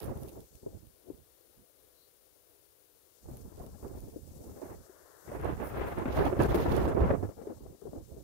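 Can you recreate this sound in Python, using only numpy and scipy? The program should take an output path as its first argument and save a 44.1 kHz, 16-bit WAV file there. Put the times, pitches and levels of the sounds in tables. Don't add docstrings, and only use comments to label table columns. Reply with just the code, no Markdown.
import sys
import numpy as np
from scipy import signal
from scipy.io import wavfile

SR = 44100
rng = np.random.default_rng(int(sys.argv[2]) if len(sys.argv) > 2 else 0)


def master_out(mix):
    frames = np.transpose(np.atleast_2d(mix))
    ceiling = np.clip(frames, -1, 1)
    pcm = np.round(ceiling * 32767).astype(np.int16)
    wavfile.write(sys.argv[1], SR, pcm)


def boost(x):
    u = np.asarray(x, float) / 20
    return 10 ** u


N = 362943
STEP = 32
CONTROL_S = np.arange(N // STEP + 2) * STEP / SR
CORNER_HZ = 477

# (time [s], peak [dB], ring [Hz], left minus right [dB])
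BURSTS = [(0.092, -39, 390, -15), (0.629, -46, 410, -4), (0.663, -30, 398, 0.5), (1.099, -37.5, 394, 9.5),
          (3.286, -44.5, 327, -1), (3.599, -41, 700, -15), (3.826, -41, 306, -4), (3.847, -40, 236, -2),
          (4.16, -32.5, 316, 9), (4.616, -37, 650, -11), (4.895, -44, 373, 9), (5.275, -46, 370, 11),
          (5.316, -33.5, 578, -3), (5.601, -31.5, 407, -17), (6.056, -26, 240, -2.5), (6.327, -25, 359, 0),
          (6.391, -18, 307, -5), (6.484, -42, 358, -10.5), (6.544, -17.5, 358, -2.5), (6.877, -36, 323, -1),
          (6.947, -22.5, 418, -8), (7.003, -27, 326, -3), (7.104, -17.5, 551, 6), (7.227, -28.5, 365, -2),
          (7.291, -42, 509, 9), (7.415, -41, 510, 21), (7.47, -31.5, 411, 5), (7.816, -40, 420, 19.0),
          (7.854, -36, 448, 17), (7.932, -39, 270, 7)]


def rms_one(x):
    return x / np.sqrt(np.mean(x ** 2) + 1e-20)


def at_hz(points, hz):
    points_hz, points_db = np.transpose(points)
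    return np.interp(np.log(hz), np.log(points_hz), points_db)


def drift(rate_hz):
    r = np.exp(-2 * np.pi * rate_hz * STEP / SR)
    chance = rng.standard_normal(len(CONTROL_S) + 1000)
    return rms_one(signal.lfilter([1], [1, -2 * r, r * r], chance)[1000:])


def lumps(spread_db, chance):
    return rms_one(boost(spread_db * chance))


def band_pass(x, low_hz, high_hz):
    return signal.sosfilt(signal.butter(3, [low_hz, high_hz], "band", fs=SR, output="sos"), x)


def spells(rows, column, rise_db_per_s, fade_db_per_s, rest_db):
    rows = np.array(rows)
    start, hold, db = rows[:, :1], rows[:, 1:2], rows[:, column:column + 1]
    early = np.maximum(start - CONTROL_S, 0)
    late = np.maximum(CONTROL_S - start - hold, 0)
    db = db - rise_db_per_s * early - fade_db_per_s * late
    return 10 * np.log10(boost(2 * rest_db) + boost(2 * db).sum(axis=0))


def gusts(thumps, whooshes, duller_db):
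    # (time [s], fall [dB per octave])
    dullness = [(0, 10), (.15, 11), (.3, 17), (.7, 24.5), (1.2, 25), (3.2, 13), (3.9, 13), (4.2, 25.5),
                (4.5, 15), (4.7, 9), (5.2, 7.5), (5.5, 6.5), (5.85, 5.5), (6.3, 10), (6.8, 10.5), (7.1, 11),
                (7.6, 16.5), (8.23, 23.5)]
    buffet_db = spells(thumps, 2, rise_db_per_s=454, fade_db_per_s=302, rest_db=-100)
    whoosh_db = spells(whooshes, 2, rise_db_per_s=495, fade_db_per_s=350, rest_db=-100)
    s, fall_db = np.transpose(dullness)
    return buffet_db, whoosh_db, np.interp(CONTROL_S, s, fall_db) + duller_db


def wind_db(gust, hz):
    # (frequency [Hz], density [dB per Hz re band level])
    buffet_shape = [(25, -50), (40, -23.5), (65, -17), (100, -21.5), (160, -27), (230, -31), (400, -39.5)]
    # (frequency [Hz], density [dB per Hz re band level])
    whoosh_shape = [(100, -75), (190, -35), (260, -27.5), (400, -25), (520, -29)]
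    bend_db, edge_hz, edge_db_per_oct = 2.5, 2250, 8.5
    buffet_db, whoosh_db, fall_db, lift_oct = gust
    octaves = max(np.log2(hz / CORNER_HZ), 0)
    whoosh = whoosh_db + at_hz(whoosh_shape, hz) - fall_db * octaves
    whoosh = whoosh - bend_db * octaves * (octaves - 1.6)
    whoosh = whoosh - edge_db_per_oct * np.maximum(np.log2(hz / edge_hz) - lift_oct, 0)
    buffet = buffet_db + at_hz(buffet_shape, hz) - 18 * octaves
    return 10 * np.log10(boost(2 * whoosh) + boost(2 * buffet))


def port(gust, rise_db, calm, jolt_db, hiss_from_hz, blast_db):
    rustle_db, sizzle_db = rise_db
    buffet_db, whoosh_db, fall_db = gust
    blast = np.clip(rustle_db - blast_db, 0, 30)
    gust = buffet_db, whoosh_db, fall_db - 0.1393 * blast, 0.5 * blast
    eddies = 0.65 * drift(9.1) + 1.11 * drift(35.7)
    sleet = drift(23.6)
    edges = 8800 * 2 ** (np.arange(-26, 4) / 3)
    white = rng.standard_normal((2, N)) * np.sqrt(SR / 2)
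    out = np.zeros(N)
    for k, (low, high) in enumerate(zip(edges, edges[1:])):
        hz = np.sqrt(low * high)
        own = drift(np.clip(hz / 12, 6, 45))
        spread_db = 2.77 * np.clip(1 - 0.075 * np.log2(hz / CORNER_HZ), .5, 1)
        wind = boost(wind_db(gust, hz) + jolt_db) * lumps(spread_db, eddies + 0.83 * own)

        share = np.clip(np.log2(hz / hiss_from_hz), 0, 1)
        rise = sizzle_db if low > 8700 else rustle_db * share
        rise = rise - 0.33 * np.clip(rise - blast_db, 0, 30) * (6900 < low < 8700)
        flicker_db = 0.49 + 1.0 * (hz < 800) + 0.14 * np.clip(rise, 0, 20)
        rest_db = at_hz(calm, hz) + rise + jolt_db * (rise > 8)
        rest = boost(rest_db + flicker_db * (sleet + 0.3 * own))
        gain = np.interp(np.arange(N) / STEP, np.arange(len(own)), np.hypot(wind, rest))
        out += gain * band_pass(white[k % 2], low, high)
    return out


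def ticks(rows, body_db):
    strikes = np.zeros(N)
    strikes[[round(s * SR) for s, db in rows]] = boost(np.array(rows)[:, 1] + 9.0)
    fade = np.exp(-1 / (0.001 * SR))
    spit = signal.lfilter([1], [1, -fade], strikes + 1e-18) * rng.standard_normal(N)
    return band_pass(spit, 9400, 12900) + boost(body_db) * band_pass(spit, 2200, 6300)


def snow(flurries, rest, drift_db, duck_db):
    lull_start_s, lull_end_s, lull_edge_s = 0.92, 3.02, 0.26
    outside_s = np.maximum(lull_start_s - CONTROL_S, CONTROL_S - lull_end_s)
    drifting = np.clip(outside_s / lull_edge_s, 0, 1)
    duck = duck_db * np.clip((CONTROL_S - 6.92) * 10, 0, 1)
    floors = rest[0] + drift_db * drifting - duck, rest[1] - duck
    return [spells(flurries, 2 + k, 365, 250, floors[k]) - rest[k] for k in range(2)]


def jolts(sign, dip_db, kick_db):
    out = 0
    for s, db, hz, pan_db in BURSTS:
        share = np.clip(1.5 + sign * pan_db / 8, 0, 1)
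        away_s = abs(CONTROL_S - s)
        stall, surge = -dip_db * np.exp(-away_s / 0.012), kick_db * np.exp(-away_s / 0.016)
        out = out + share * np.where(CONTROL_S < s, stall, surge)
    return out


def pops():
    out = np.zeros((2, N))
    t = np.arange(round(.04 * SR)) / SR
    swell = (t / 0.0032) * np.exp(1 - t / 0.004)
    for (s, db, hz, pan_db), turn in zip(BURSTS, rng.random((len(BURSTS), 2))):
        at = round(s * SR)
        for side, sign in enumerate([1, -1]):
            ring = swell * np.sin(2 * np.pi * (hz * t + turn[side]))
            level = boost(db - 1.0 + min(sign * pan_db, 0))
            out[side, at:at + len(t)] += (level * ring)[:N - at]
    return out


def far():
    # (start [s], end [s], low edge [Hz], high edge [Hz], left level [dB], right level [dB])
    distant = [
        (1.93, 2.11, 3800, 4600, -70.5, -78),
        (4.66, 6.3, 660, 1870, -59.5, -74),
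        (4.2, 5.54, 290, 676, -59, -69),
        (1.54, 1.66, 26, 410, -74, -60.5),
        (3.8, 7.36, 10800, 12300, -78, -71),
    ]
    out, t = np.zeros((2, N)), np.arange(N) / SR
    for start, end, low_hz, high_hz, left_db, right_db in distant:
        arc = np.sin(np.pi * np.clip((t - start) / (end - start), 0, 1))
        swell = np.abs(arc) ** 0.76 * (t < end) * (t > start)
        noise = band_pass(rng.standard_normal((2, N)), low_hz, high_hz)
        noise = rms_one(band_pass(noise, low_hz, high_hz))
        out += boost(np.array([[left_db], [right_db]])) * swell * noise
    return out


def scene():
    # (start [s], hold [s], level [dB])
    thumps_left = [(0.04, 0.13, -38), (0.26, 0.01, -56), (0.37, 0.018, -53), (0.66, 0.012, -46),
                   (0.85, 0.063, -74), (1.09, 0.02, -72), (3.28, 0.058, -43.5), (3.44, 0.022, -45.5),
                   (3.55, 0.22, -48.5), (3.83, 0.26, -51), (4.11, 0.042, -57), (4.32, 0.096, -51),
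                   (4.45, 0.18, -51.5), (4.66, 0.11, -44), (5.15, 0.036, -73), (5.3, 0.19, -39),
                   (5.47, 0.074, -40.5), (5.6, 0.039, -40), (5.7, 0.69, -39), (6.18, 0.12, -31),
                   (6.41, 0.157, -29.5), (6.59, 0.04, -33), (6.7, 0.2, -26.5), (7.01, 0.11, -28.5),
                   (7.24, 0.0082, -47), (7.41, 0.1, -74), (7.62, 0.059, -60), (7.8, 0.1, -71),
                   (7.93, 0.09, -66), (8.14, 0.02, -51.5)]
    thumps_right = [(0.02, 0.24, -42.5), (0.36, 0.032, -46.5), (0.53, 0.039, -59), (0.65, 0.23, -51),
                    (1.09, 0.12, -56.5), (3.27, 0.21, -46), (3.57, 0.1, -51), (3.71, 0.02, -48),
                    (3.81, 0.26, -45.5), (4.11, 0.14, -48.5), (4.27, 0.12, -48), (4.48, 0.068, -50),
                    (4.68, 0.14, -48.5), (4.95, 0.22, -70.5), (5.29, 0.038, -45), (5.4, 0.18, -37.5),
                    (5.65, 0.084, -38), (5.78, 0.046, -37.5), (5.94, 0.08, -38), (6.08, 0.042, -33),
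                    (6.17, 0.046, -31.5), (6.25, 0.046, -28), (6.38, 0.037, -23), (6.47, 0.1, -30),
                    (6.6, 0.35, -32), (7.0, 0.067, -24.5), (7.04, 0.22, -35), (7.38, 0.33, -47.5),
                    (7.85, 0.18, -47), (8.1, 0.11, -47.5)]
    # (start [s], hold [s], level [dB])
    whooshes_left = [(-0.005, 0.29, -48), (0.363, 0.015, -41.5), (0.527, .02, -55), (0.659, 0.012, -42),
                     (0.735, 0.012, -49), (1.088, 0.016, -39.5), (3.27, 0.58, -55.5), (3.817, 0.36, -50.5),
                     (4.147, .01, -43.5), (4.317, 0.22, -52.5), (4.574, 0.16, -46), (4.894, 0.012, -63),
                     (5.297, 0.066, -43), (5.4, 0.12, -41), (5.611, 0.093, -42.5), (5.75, 0.26, -40.5),
                     (5.975, .2, -38), (6.19, 0.11, -28.5), (6.381, 0.093, -29.5), (6.523, 0.12, -27),
                     (6.676, 0.057, -34), (6.775, 0.15, -30), (6.973, 0.03, -34.5), (7.043, 0.058, -27),
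                     (7.146, .14, -38.5), (7.404, 0.012, -38.5), (7.474, 0.032, -39), (7.557, 0.19, -52),
                     (7.824, 0.18, -46.5), (8.12, .07, -50)]
    whooshes_right = [(.02, 0.15, -41), (0.179, 0.14, -52.5), (.35, .025, -46.5), (0.631, 0.029, -47),
                      (1.1, .08, -56), (3.26, .11, -51), (3.429, .06, -62.5), (3.55, 0.068, -50),
                      (3.601, 0.062, -45.5), (3.82, 0.087, -46), (3.95, .24, -53.5), (4.4, .17, -50),
                      (4.588, .14, -43), (5.29, 0.15, -40.5), (5.45, .05, -33.5), (5.598, .24, -36.5),
                      (5.86, 0.07, -39), (5.978, .18, -35), (6.182, 0.15, -28), (6.399, 0.032, -24),
                      (6.48, 0.031, -32.5), (6.538, 0.063, -25.5), (6.66, .26, -28.5), (6.97, .17, -28.5),
                      (7.228, 0.0052, -33.5), (7.44, 0.065, -40), (7.66, 0.076, -58.5), (7.86, .02, -56),
                      (7.93, .05, -45.5), (8.1, .2, -49.5)]
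    # (frequency [Hz], density [dB per Hz])
    calm_left = [(30, -111.3), (65, -104.0), (120, -104.3), (200, -112.3), (330, -94), (480, -92),
                 (800, -106.0), (1500, -108.3), (2300, -113.0), (3500, -107.8), (6000, -107.8),
                 (8000, -108.4), (9500, -103.2), (15000, -102.2)]
    calm_right = [(30, -101.3), (65, -92), (120, -99.7), (200, -108.8), (330, -106.9), (480, -104.0),
                  (800, -109.4), (1500, -113.4), (2300, -116.1), (3500, -119.3), (6000, -126.9),
                  (8000, -131.3), (9500, -123.2), (15000, -115.0)]
    # (time [s], peak [dB])
    grains_left = [(0.003, -40.5), (0.031, -40), (0.042, -46), (0.174, -48), (0.233, -45), (0.292, -42.5),
                   (0.554, -45.5), (0.869, -49), (1.177, -57), (3.37, -45), (3.664, -46), (3.881, -50),
                   (4.005, -47), (5.413, -46.5), (5.446, -44), (5.673, -47), (5.987, -46), (6.253, -37.5),
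                   (6.422, -33), (6.711, -45), (6.765, -36)]
    grains_right = [(0.046, -42), (0.058, -47), (0.234, -46), (0.285, -43.5), (0.405, -47), (3.37, -48),
                    (3.572, -51), (3.594, -50), (3.879, -62), (5.628, -55), (5.655, -50), (5.675, -55),
                    (5.885, -46.5), (6.435, -37), (6.491, -45.5), (6.558, -38), (6.715, -50), (6.768, -38),
                    (6.89, -42)]
    # (start [s], hold [s], rustle [dB], sizzle [dB])
    flurries_left = [(.035, 0.024, -73, -59), (.23, 0.096, -78, -62), (3.28, 0.23, -81, -65),
                     (3.77, .95, -69, -64), (5.19, 0.21, -69, -64), (5.65, .02, -80, -56),
                     (5.88, .02, -80, -57.5), (6.14, 0.13, -73, -58), (6.42, 0.0079, -53, -50.5),
                     (6.51, 0.097, -64, -54), (6.7, 0.13, -64, -58), (6.88, 0.0093, -62, -64),
                     (6.99, 0.29, -69.5, -71)]
    flurries_right = [(0.02, 0.054, -67.5, -56), (0.17, 0.07, -78, -60), (0.27, 0.01, -67.5, -57),
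                      (0.36, 0.079, -81, -61.5), (0.54, 0.03, -87, -65), (3.31, 0.07, -80, -65),
                      (3.57, 0.1, -80.5, -65), (3.96, 0.15, -77.5, -67), (4.29, 0.38, -84, -73),
                      (5.34, 0.036, -86, -74), (5.45, 0.14, -77, -69), (5.66, 0.027, -86, -53.5),
                      (5.7, 0.1, -76, -61), (5.82, 0.19, -72.5, -68), (6.13, 0.14, -57.5, -60),
                      (6.42, 0.01, -50.5, -53), (6.5, 0.14, -55, -56.5), (6.71, 0.12, -56.5, -57),
                      (6.87, 0.018, -60.5, -65.5), (7.01, 0.1, -69, -73), (7.23, 0.01, -81, -78),
                      (7.31, 0.03, -87, -71)]

    left = port(gusts(thumps_left, whooshes_left, duller_db=-1.08),
                snow(flurries_left, rest=(-71.5, -63.5), drift_db=6.5, duck_db=1.5),
                calm_left, jolts(0.88, dip_db=14.5, kick_db=5.5), hiss_from_hz=3220, blast_db=17)
    right = port(gusts(thumps_right, whooshes_right, duller_db=2.06),
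                 snow(flurries_right, rest=(-88, -77.5), drift_db=-2.3, duck_db=-0.5),
                 calm_right, jolts(-2.2, dip_db=5, kick_db=4.0), hiss_from_hz=1280, blast_db=9.5)
    grains = [ticks(grains_left, body_db=-8.5), ticks(grains_right, body_db=-9.5)]
    return np.array([left, right]) + grains + pops() + far()


def top_cut(x):
    return signal.sosfilt(signal.butter(12, 16330, fs=SR, output="sos"), x)


def record(dry):
    mix = signal.sosfilt(signal.cheby2(24, 60, 15950, fs=SR, output="sos"), dry)
    return top_cut(mix)


dry = scene()
out = record(dry)
master_out(out)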